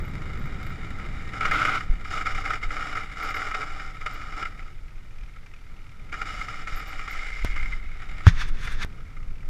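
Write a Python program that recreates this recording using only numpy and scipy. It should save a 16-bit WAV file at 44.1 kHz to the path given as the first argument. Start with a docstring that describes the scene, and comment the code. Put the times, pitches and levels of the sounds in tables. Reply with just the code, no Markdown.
"""Mountain bike tyres coast down a dirt track: they hiss on packed earth, crunch gravel, skid, hit stones.
The microphone is close, in a camera in a plastic case on the rider's chest; the case's resonances colour
hiss, grit and stones, and wind buffets it. Below, the brake disc chirps thinly, the freewheel ticks from
about halfway, and the pads later grate. Near the end the case takes a thump and rubs against clothing."""
import sys
import numpy as np
from scipy import signal
from scipy.fft import rfft, irfft, next_fast_len
from scipy.io import wavfile
from scipy.ndimage import uniform_filter1d, map_coordinates

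SR = 44100
rng = np.random.default_rng(int(sys.argv[2]) if len(sys.argv) > 2 else 0)


def master(y):
    """Save y as 16-bit WAV."""
    cut = np.clip(np.atleast_2d(y).T, -1, 1)
    pcm = np.round(cut * 32767)  # scale
    wavfile.write(sys.argv[1], SR, pcm.astype(np.int16))


N = 418509
TIME = np.arange(N) / SR
SIZE = next_fast_len(N + SR // 2, True)
FREQ = np.fft.rfftfreq(SIZE, 1 / SR)


def amp(db):
    """Decibels to gain."""
    return 10 ** (np.asarray(db) / 20)


def unit(x):
    """Scale to rms 1."""
    return x / np.sqrt(np.mean(x ** 2) + 1e-20)


def spectrum(points):
    """(Hz, dB) points joined on a log frequency axis."""
    hz, db = np.transpose(points)
    return np.interp(np.log(FREQ + 1), np.log(hz), db)


def curves(rows):
    """One value per sample for each column after the time."""
    times, *columns = np.transpose(rows)
    return [np.interp(TIME, times, column) for column in columns]


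def wobble(rate):
    """A smooth random curve of rms 1, with rate knots a second."""
    knots = rng.standard_normal(int(N * rate / SR) + 4)
    return unit(map_coordinates(knots, [TIME * rate / SR]))


def causal(db):
    """Minimum-phase response with this gain: it rings after a blow, never before."""
    cepstrum = irfft(np.log(amp(db) + 1e-6), SIZE)
    cepstrum[1:SIZE // 2] *= 2
    cepstrum[SIZE // 2 + 1:] = 0
    return np.exp(rfft(cepstrum))


def filtered(x, response):
    """x through a frequency response."""
    return irfft(rfft(x, SIZE) * response, SIZE)[:N]


def noise(db):
    """Noise of rms 1 with this spectrum."""
    return unit(filtered(rng.standard_normal(N), amp(db)))


def levelled(x, window_s):
    """x divided by its running rms."""
    window = np.hanning(int(window_s * SR)) * 2 / (window_s * SR)
    power = np.abs(signal.fftconvolve(x ** 2, window, "same"))
    return x / np.sqrt(power + 1e-12)


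def add(track, s, sound):
    """Mix a sound into the track at time s."""
    start = max(0, round(s * SR))
    track[start:start + len(sound)] += sound[:max(0, N - start)]


def crumble(per_s, spread_db, t60):
    """Envelope of rms 1: sudden collapses at random times, each dying away."""
    starts = (rng.random(N) < per_s / SR) * amp(spread_db * np.minimum(rng.standard_normal(N), 1.8))
    power = signal.lfilter([1], [1, -amp(-120 / (t60 * SR))], starts ** 2)
    return unit(np.sqrt(power + 1e-9))


def contact(start, length, attack_s, release_s, db_per_s):
    """Envelope of one contact: a quick rise, a sloping hold, a fading end."""
    age = np.maximum(TIME - start, 0)
    hold = amp(db_per_s * np.minimum(age, length))
    return np.minimum(age / attack_s, 1) * hold * np.exp(-np.maximum(age - length, 0) / release_s)


# Steady hiss behind everything: (frequency [Hz], relative level [dB])
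FLOOR_SPECTRUM = [(100, 16), (5000, 2.5), (9000, -6), (13000, -8.5), (15000, -16)]
def noise_floor():
    """A faint, even hiss."""
    return amp(-62.5) * noise(spectrum(FLOOR_SPECTRUM))


# Two dry clicks: (time [s], peak [dB])
POPS = [(7.448, -14.5), (8.848, -22.5)]
def pops(fall_s=.0065):
    """A sudden step that leaks away sounds as a dry click with a low body."""
    t, out = np.arange(SR // 20) / SR, np.zeros(N)
    for s, db in POPS:
        add(out, s, amp(db) * np.exp(-t / fall_s))
    return out


# Plastic wall around the microphone: (frequency [Hz], gain [dB])
CASE_WALL = [(40, -31), (130, -30), (250.0, -28.5), (600.0, -25.5), (1000.0, -30), (1500.0, -22.5),
             (2600.0, -30), (3300.0, -26.5), (4200.0, -35), (6500.0, -40.5), (8500.0, -45.5),
             (11000.0, -45), (15000.0, -57)]
# Its resonances: (frequency [Hz], width [Hz], lift [dB])
CASE_MODES = [(293.3, 52, 13.5), (438, 73, 9), (605, 45, 5.5), (767.4, 133, 13.5), (1285, 322, 22),
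              (1412, 120, 3), (1650, 49, 6), (1848, 55, 8.5), (2115, 338, 17), (2370, 199, 11.5),
              (2905, 205, 13), (3722, 330, 9), (4715, 610, 10), (5305, 590, 13.5), (5890, 52, 8),
              (7160, 1900, 14.5), (9660, 350, 8)]
def case_colour():
    """Gain in dB of the plastic case: a dull wall with ringing peaks."""
    peaks = sum(db / (1 + (2 * (FREQ - hz) / width) ** 2) for hz, width, db in CASE_MODES)
    return spectrum(CASE_WALL) + peaks


# Air on the case: (time [s], relative gust level [dB], relative buffet level [dB])
WIND_LEVELS = [(0, -36.5, -37), (.4, -36, -37), (1.4, -37, -40.5), (2.2, -35, -43.5), (3.3, -38, -50),
               (4.2, -37.5, -48), (5.1, -39.5, -51), (5.6, -44.5, -53), (6.1, -39.5, -47.5),
               (6.8, -36.5, -47.5), (7.25, -34, -55.5), (7.5, -26.5, -47), (7.95, -33.5, -48.5),
               (8.22, -40, -48), (8.33, -22.5, -42.5), (8.8, -28, -42), (8.98, -39, -46.5),
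               (9.49, -33, -48)]
# Single gusts: (peak time [s], lift [dB])
GUST_PEAKS = [(.45, 6), (1.12, 6.5), (1.51, 9.5), (2.35, 9), (2.69, 9.5), (3.75, 4.5), (4.8, 3), (5.23, 7),
              (5.72, 7), (6.73, 7.5), (7.47, 3.5), (7.67, 6), (8.14, 11), (9.28, 8)]
# Slow gusts and quicker buffeting, each: (frequency [Hz], relative level [dB])
GUST_SPECTRUM = [(5, -31), (13, 8.5), (24, 2), (35, -6.5), (55, -15), (100, -61), (200, -90)]
BUFFET_SPECTRUM = [(25, -36), (55, 4.5), (100, 3.5), (160, -2.5), (250, -13.5), (400, -16.5), (700, -25.5),
                   (1500, -25), (4000, -69)]
def wind(gust_width_s=.05, flutter_hz=200):
    """Right at the microphone, big eddies push slowly on the case; small ones buffet and flutter."""
    gust_db, buffet_db = curves(WIND_LEVELS)
    lift_db = sum(db * np.exp(-((TIME - s) / gust_width_s) ** 2) for s, db in GUST_PEAKS)
    gust = noise(spectrum(GUST_SPECTRUM))
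    buffet = noise(spectrum(BUFFET_SPECTRUM)) * amp(2.4 * wobble(35))
    flutter = noise(-20 * np.log2((FREQ + 1) / flutter_hz) ** 2) * unit(amp(3 * wobble(50)))
    strongest_db = buffet_db.max()
    flutter_db = strongest_db - 9.5 + 1.95 * (buffet_db - strongest_db)  # drops fast as the wind eases
    return (amp(gust_db + lift_db + 3.5) * levelled(gust, .35)
            + amp(buffet_db + .23 * lift_db - .5 + 1.34 * wobble(9)) * levelled(buffet, .26)
            + amp(flutter_db) * flutter)


# Cloth against the case: (peak time [s], level [dB], rise [s], fall [s])
RUBS = [(8.282, -25.5, .011, 0.013), (8.418, -31.5, 0.034, 0.019), (8.49, -45, .018, 0.0063),
        (8.652, -39.5, 0.059, 0.044), (8.725, -43, 0.023, .025), (8.833, -30, 0.02, 0.0074)]
# Its swish: (frequency [Hz], relative level [dB])
CLOTH_SPECTRUM = [(290, -33), (500, -12), (665, -16.5), (1330, 2), (1720, 4.5), (2290, -0.5), (3090, -9),
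                  (3560, -1), (3880, -9.5), (6570, -14), (7160, -23.5), (11000, -33), (15000, -42)]
def clothing(fizz_db=-57, fizz_hz=8460):
    """Clothing drags across the case in short swells; the fibres fizz at the height of each stroke."""
    swell, fizz_swell = np.zeros((2, N))
    for s, db, rise, fall in RUBS:
        stroke = np.exp(-np.maximum((s - TIME) / rise, (TIME - s) / fall))
        swell += amp(db) * stroke
        fizz_swell += stroke ** 2
    swish = swell * noise(spectrum(CLOTH_SPECTRUM))
    fizz = fizz_swell * noise(-30 * np.log2((FREQ + 1) / fizz_hz) ** 2)
    return (swish + amp(fizz_db) * fizz) * amp(1.95 * wobble(150))


# Jolts at the chest mount:
# (time [s], thud gain [dB], thud pitch [Hz], thud decay [s], knock gain [dB], rasp gain [dB])
JOLTS = [(1.898, -10.5, 24.1, 0.044, -58, -65), (7.45, -22, 50, 0.0051, -44, -35),
         (8.268, 1, 93, 0.019, -6.5, -23.5)]
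# A knock on the case: (frequency [Hz], relative level [dB])
KNOCK_SPECTRUM = [(60, -19), (200, -7), (500, 4), (900, 0.5), (1400, 11.5), (2200, -8), (4000, -30),
                  (8000, -47), (15000, -56)]
def jolts(case):
    """The case bounces on its mount: a low thud with an overtone, a hard knock, a rasp of the strap."""
    t, out = np.arange(SR // 6) / SR, np.zeros(N)
    blow = irfft(causal(spectrum(KNOCK_SPECTRUM)), SIZE)[:len(t)]
    ring = irfft(case, SIZE)[:len(t)]
    knock = blow / np.abs(blow).max() + .5 * ring / np.abs(ring).max()
    strap = noise(spectrum(CLOTH_SPECTRUM)) + .73 * noise(spectrum(KNOCK_SPECTRUM))
    rasp = strap[:len(t)] * amp(-60 * t / .095)
    for s, thud_db, hz, decay, knock_db, rasp_db in JOLTS:
        thud = np.sin(2 * np.pi * hz * t) * np.exp(-(t / decay) ** 4)
        overtone = amp(-14) * np.sin(2 * np.pi * 1.81 * hz * t) * np.exp(-t / decay)
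        add(out, s, amp(thud_db) * (thud + overtone) + amp(knock_db) * knock + amp(rasp_db) * rasp)
    return out


# A pawl's snap, back at the rear hub: (frequency [Hz], relative level [dB])
PAWL_SPECTRUM = [(300, -32), (1000, -11), (1350, -5), (1700, -8), (2300, 0), (2850, -6.5), (3300, -10.5),
                 (4300, -21), (5300, -13.5), (7000, -23), (14000, -50)]
def freewheel(start_s=4.4, teeth_per_s=42, ring_hz=2436, attack_s=.0026, t60=.031):
    """The pawls drop into each ratchet tooth: a soft snap and a brief ring, each a little different."""
    teeth = np.cumsum(teeth_per_s * np.exp(.06 * wobble(40))) / SR
    age = (teeth % 1) / teeth_per_s
    size, detune = rng.standard_normal((500, 2))[teeth.astype(int)].T
    envelope = amp(3.5 * size) * (1 - np.exp(-age / attack_s)) * amp(-60 * age / t60)
    snaps = unit(filtered(envelope * rng.standard_normal(N), causal(spectrum(PAWL_SPECTRUM))))
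    ring = unit(envelope * np.sin(2 * np.pi * ring_hz * np.exp(.08 * detune) * age))
    return (TIME > start_s) * amp(-62.5) * (snaps + amp(-3.5) * ring)


# The disc brushing its pad, down at the wheel: (time [s], level [dB], chirps [count], length of each [s])
DISC_CHIRPS = [(.014, -60, 3, .014), (.385, -62, 3, .017), (.626, -59, 3, 0.016), (1.526, -58, 1, .018),
               (3.228, -53, 1, .02), (3.293, -53, 1, .017), (3.349, -53, 1, .024), (4.132, -53, 1, 0.015),
               (6.756, -50, 1, .034), (6.869, -53, 1, .032), (7.103, -55, 1, .028)]
def brake_chirps(disc_hz=12120, glide_per_s=.15, spacing_s=.034):
    """The disc sings briefly in one very high mode, rising a little as it fades."""
    t, out = np.arange(SR // 8) / SR, np.zeros(N)
    for s, db, count, length in DISC_CHIRPS:
        progress = 3 * t / length
        swell = amp(db) * progress * np.exp(1 - progress)
        for k in range(round(count)):
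            roughness = 1 + .44 * unit(uniform_filter1d(rng.standard_normal(len(t)), SR // 250))
            hz = disc_hz * (1 + .004 * rng.standard_normal() + glide_per_s * t)
            add(out, s + k * spacing_s, swell * roughness * np.sin(2 * np.pi * np.cumsum(hz) / SR))
    return out


# Squeezes of the brake: (time [s], length [s], level [dB])
SQUEEZES = [(7.085, 0.065, -38), (7.161, 0.18, -38.5), (7.344, 0.22, -41.5), (7.562, 0.11, -37),
            (7.711, 0.026, -34.5), (7.777, 0.17, -50)]
# The grating pad: (frequency [Hz], relative level [dB])
PAD_SPECTRUM = [(300, -24), (800, -27.5), (1600, -8.5), (1950, -13), (2080, 6), (2280, -4), (2550, -20),
                (2900, -20.5), (4200, -28.5), (9000, -39.5), (15000, -81)]
def brake_drag():
    """At each squeeze the pad sticks and slips on the disc, grating in one band."""
    pressure = sum(amp(db) * contact(s, length, attack_s=.014, release_s=.013, db_per_s=3)
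                   for s, length, db in SQUEEZES)
    slips = rng.standard_normal(N) * (.52 + crumble(per_s=110, spread_db=-1, t60=.021))
    grate = filtered(slips, causal(spectrum(PAD_SPECTRUM)))
    return pressure * levelled(grate, .062)


# Packed earth passing below the rider: (time [s], level [dB])
EARTH_LEVELS = [(0, -45.5), (.7, -43), (1.3, -42.5), (1.9, -47.5), (3.1, -42.5), (4.5, -49), (4.8, -59.5),
                (6.05, -56.5), (6.3, -44), (7.6, -47), (7.9, -51), (8.15, -44), (8.5, -51.5), (8.8, -53),
                (9.49, -61.5)]
# Its hiss, before the case colours it: (frequency [Hz], relative level [dB])
EARTH_SPECTRUM = [(100, 27.5), (280, 4), (770, 1), (1300, -1), (1950, 5), (3000, -1), (3750, 3),
                  (5200, -5.5), (9000, 1), (15000, -6)]
def tyre_hiss(case_db):
    """Knobs on packed earth make a fine, uneven hiss."""
    hiss_db, = curves(EARTH_LEVELS)
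    patter = unit(2.2 + crumble(per_s=100, spread_db=7, t60=.039))
    return amp(hiss_db) * patter * noise(case_db + spectrum(EARTH_SPECTRUM))


# A tyre locking on the track: (time [s], length [s], level [dB])
SKIDS = [(1.412, 0.091, -31.5), (1.522, 0.11, -26), (1.65, 0.13, -27)]
# Its scrape: (frequency [Hz], relative level [dB])
SKID_SPECTRUM = [(120, -5), (225, -17), (290, 2), (380, -26), (700, -17), (1000, -10.5), (1420, 10),
                 (1750, -15), (2100, 2.5), (2600, -10), (3600, -14.5), (4500, -24), (14000, -48)]
def skid():
    """Locked knobs slide over the dirt with a broad scrape."""
    sliding = sum(amp(db) * contact(s, length, attack_s=.013, release_s=.01, db_per_s=-17)
                  for s, length, db in SKIDS)
    return sliding * noise(spectrum(SKID_SPECTRUM))


# Loose gravel under the tyres: (time [s], length [s], relative level [dB], treble trim [dB])
GRAVEL_PATCHES = [(1.333, .05, -33.5, -6), (1.418, 0.066, -26.5, -8), (1.519, 0.13, -26, -5),
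                  (1.651, 0.11, -25.5, -8), (1.765, 0.076, -42.5, 1), (2.043, 0.075, -40, -1.5),
                  (2.1, 0.12, -29.5, -2.5), (2.249, 0.077, -31, -3), (2.341, 0.071, -33.5, -2),
                  (2.433, 0.13, -30.5, -6), (2.621, 0.022, -31.5, -2), (2.702, 0.23, -31.5, -4),
                  (2.946, 0.069, -34, -5), (3.161, 0.078, -32, -5), (3.234, 0.082, -30.5, -4),
                  (3.347, 0.15, -29.5, -5), (3.532, 0.11, -31, -5.5), (3.658, 0.25, -37, -3.5),
                  (3.997, 0.03, -38.5, -5.5), (4.06, 0.021, -39.5, -3), (4.092, 0.32, -38, -4),
                  (4.361, .065, -34, -7), (4.455, 0.021, -38, -4), (4.562, 0.15, -50.5, -2.5),
                  (6.138, 0.096, -36.5, -3.5), (6.249, .2, -36, 0.5), (6.475, 0.15, -39, .5),
                  (6.667, 0.16, -38.5, 1), (6.852, 0.21, -40, .5), (7.083, 0.22, -39.5, 2),
                  (7.324, .2, -46, 6.5), (7.559, 0.21, -45.5, 2.5)]
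def gravel(case, grains_per_s=3500, fine_above_hz=3000, treble_above_hz=1810):
    """Grit grinds under the tread in clumps and rings the case; coarse and fine grains flicker apart."""
    hits = rng.random(N) < grains_per_s / SR
    grains = hits * rng.choice([-1, 1], N) * amp(3.5 * np.minimum(rng.standard_normal(N), 2))
    heaps = 1.1 * wobble(30) + wobble(65)  # shared by both grain sizes
    coarse_share = 1 / (1 + (FREQ / fine_above_hz) ** 6)
    grit, out = np.zeros((2, N))
    for clump_db, share in (5, coarse_share), (4, 1 - coarse_share):
        clumps = np.clip(unit(heaps + .9 * wobble(150)), -2.5, 1.6)
        grit += filtered(grains * amp(clump_db * clumps), case * share)
    lows = filtered(grit, 1 / (1 + (FREQ / treble_above_hz) ** 10))
    body, treble = levelled(lows, .39), levelled(grit - lows, .2)
    for s, length, db, treble_db in GRAVEL_PATCHES:
        tread = contact(s, length, attack_s=.014, release_s=.017, db_per_s=-8)  # sags as the grit clears
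        out += tread * amp(db - 4.5) * (body + amp(treble_db - 3) * treble)
    return out


def ground_db(times):
    """The louder of the listed levels at these times: packed earth or a gravel patch."""
    db = np.interp(times, *np.transpose(EARTH_LEVELS))
    for s, length, patch_db, _ in GRAVEL_PATCHES:
        db = np.where((times > s) & (times < s + length), np.maximum(db, patch_db), db)
    return db


# Big stones struck by the tyres, a metre or so below the microphone: (time [s], peak [dB])
BIG_STONES = [(1.4095, -14), (1.454, -12), (1.5139, -11), (1.6521, -10), (1.7533, -31), (1.808, -21.5),
              (2.0492, -27), (2.2679, -16.5), (2.3511, -22.5), (2.5057, -15), (2.5361, -18.5),
              (2.7666, -25), (2.6299, -22.5), (2.7067, -22.5), (2.9547, -22), (2.971, -20), (3.3441, -19),
              (3.5138, -21.5), (3.5468, -17.5), (3.7996, -23.5), (4.0632, -17.5), (4.4277, -21),
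              (4.4548, -21), (4.5935, -31), (4.6808, -37), (5.3632, -40), (6.1275, -23.5), (6.141, -22),
              (6.2173, -17), (6.4123, -20), (6.4852, -23), (6.6748, -23.5), (6.9301, -25.5), (6.995, -22.5),
              (7.0793, -22.5), (7.5627, -25), (8.0212, -31.5), (8.675, -24.5), (9.006, -41),
              (9.1676, -37.5), (9.4295, -41.5)]
# A stone's blow, before the case colours it: (frequency [Hz], relative level [dB])
STONE_SPECTRUM = [(280, 0), (700, -4), (1300, 2.5), (2300, 2.5), (4000, -6.5), (8000, -7), (15000, -6)]
def stones(case, pebbles_per_s=18, grind_s=.01, t60=.054):
    """A stone grinds for an instant, then snaps free in a scatter of grit; pebbles fly at random."""
    t, out = np.arange(SR // 12) / SR, np.zeros(N)
    ring = irfft(case * causal(spectrum(STONE_SPECTRUM)), SIZE)[:len(t)]
    swell = amp(-60 * np.maximum((grind_s - t) / .017, (t - grind_s) / t60))
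    times = np.cumsum(rng.exponential(1 / pebbles_per_s, 300))
    peaks_db = ground_db(times) + rng.uniform(4, 10, len(times))
    pebbles = [(s, db) for s, db in zip(times, peaks_db) if s < TIME[-1]]
    for s, db in list(BIG_STONES) + pebbles:
        force = .77 * rng.standard_normal(len(t)) * swell
        force[round(grind_s * SR)] += 1  # the snap
        knock = signal.fftconvolve(force, ring)[:len(t)]
        add(out, s - grind_s, amp(db) * knock / np.abs(knock).max())
    return out


def scene():
    """At the rider's chest: tyres, bike parts, wind, case jolts, cloth rubs, two dry clicks, faint hiss."""
    case_db = case_colour()
    case = causal(case_db)
    ground = gravel(case) + tyre_hiss(case_db) + skid() + stones(case)
    bike = freewheel() + brake_chirps() + brake_drag()
    jolts_and_rubs = jolts(case) + clothing()
    return (noise_floor() + pops() + wind() + jolts_and_rubs + bike + ground)[None]


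def record(dry):
    """The camera clips at full scale and keeps nothing above 15.4 kHz."""
    return filtered(np.clip(dry[0], -1, 1), FREQ < 15400)[None]


dry = scene()
out = record(dry)
master(out)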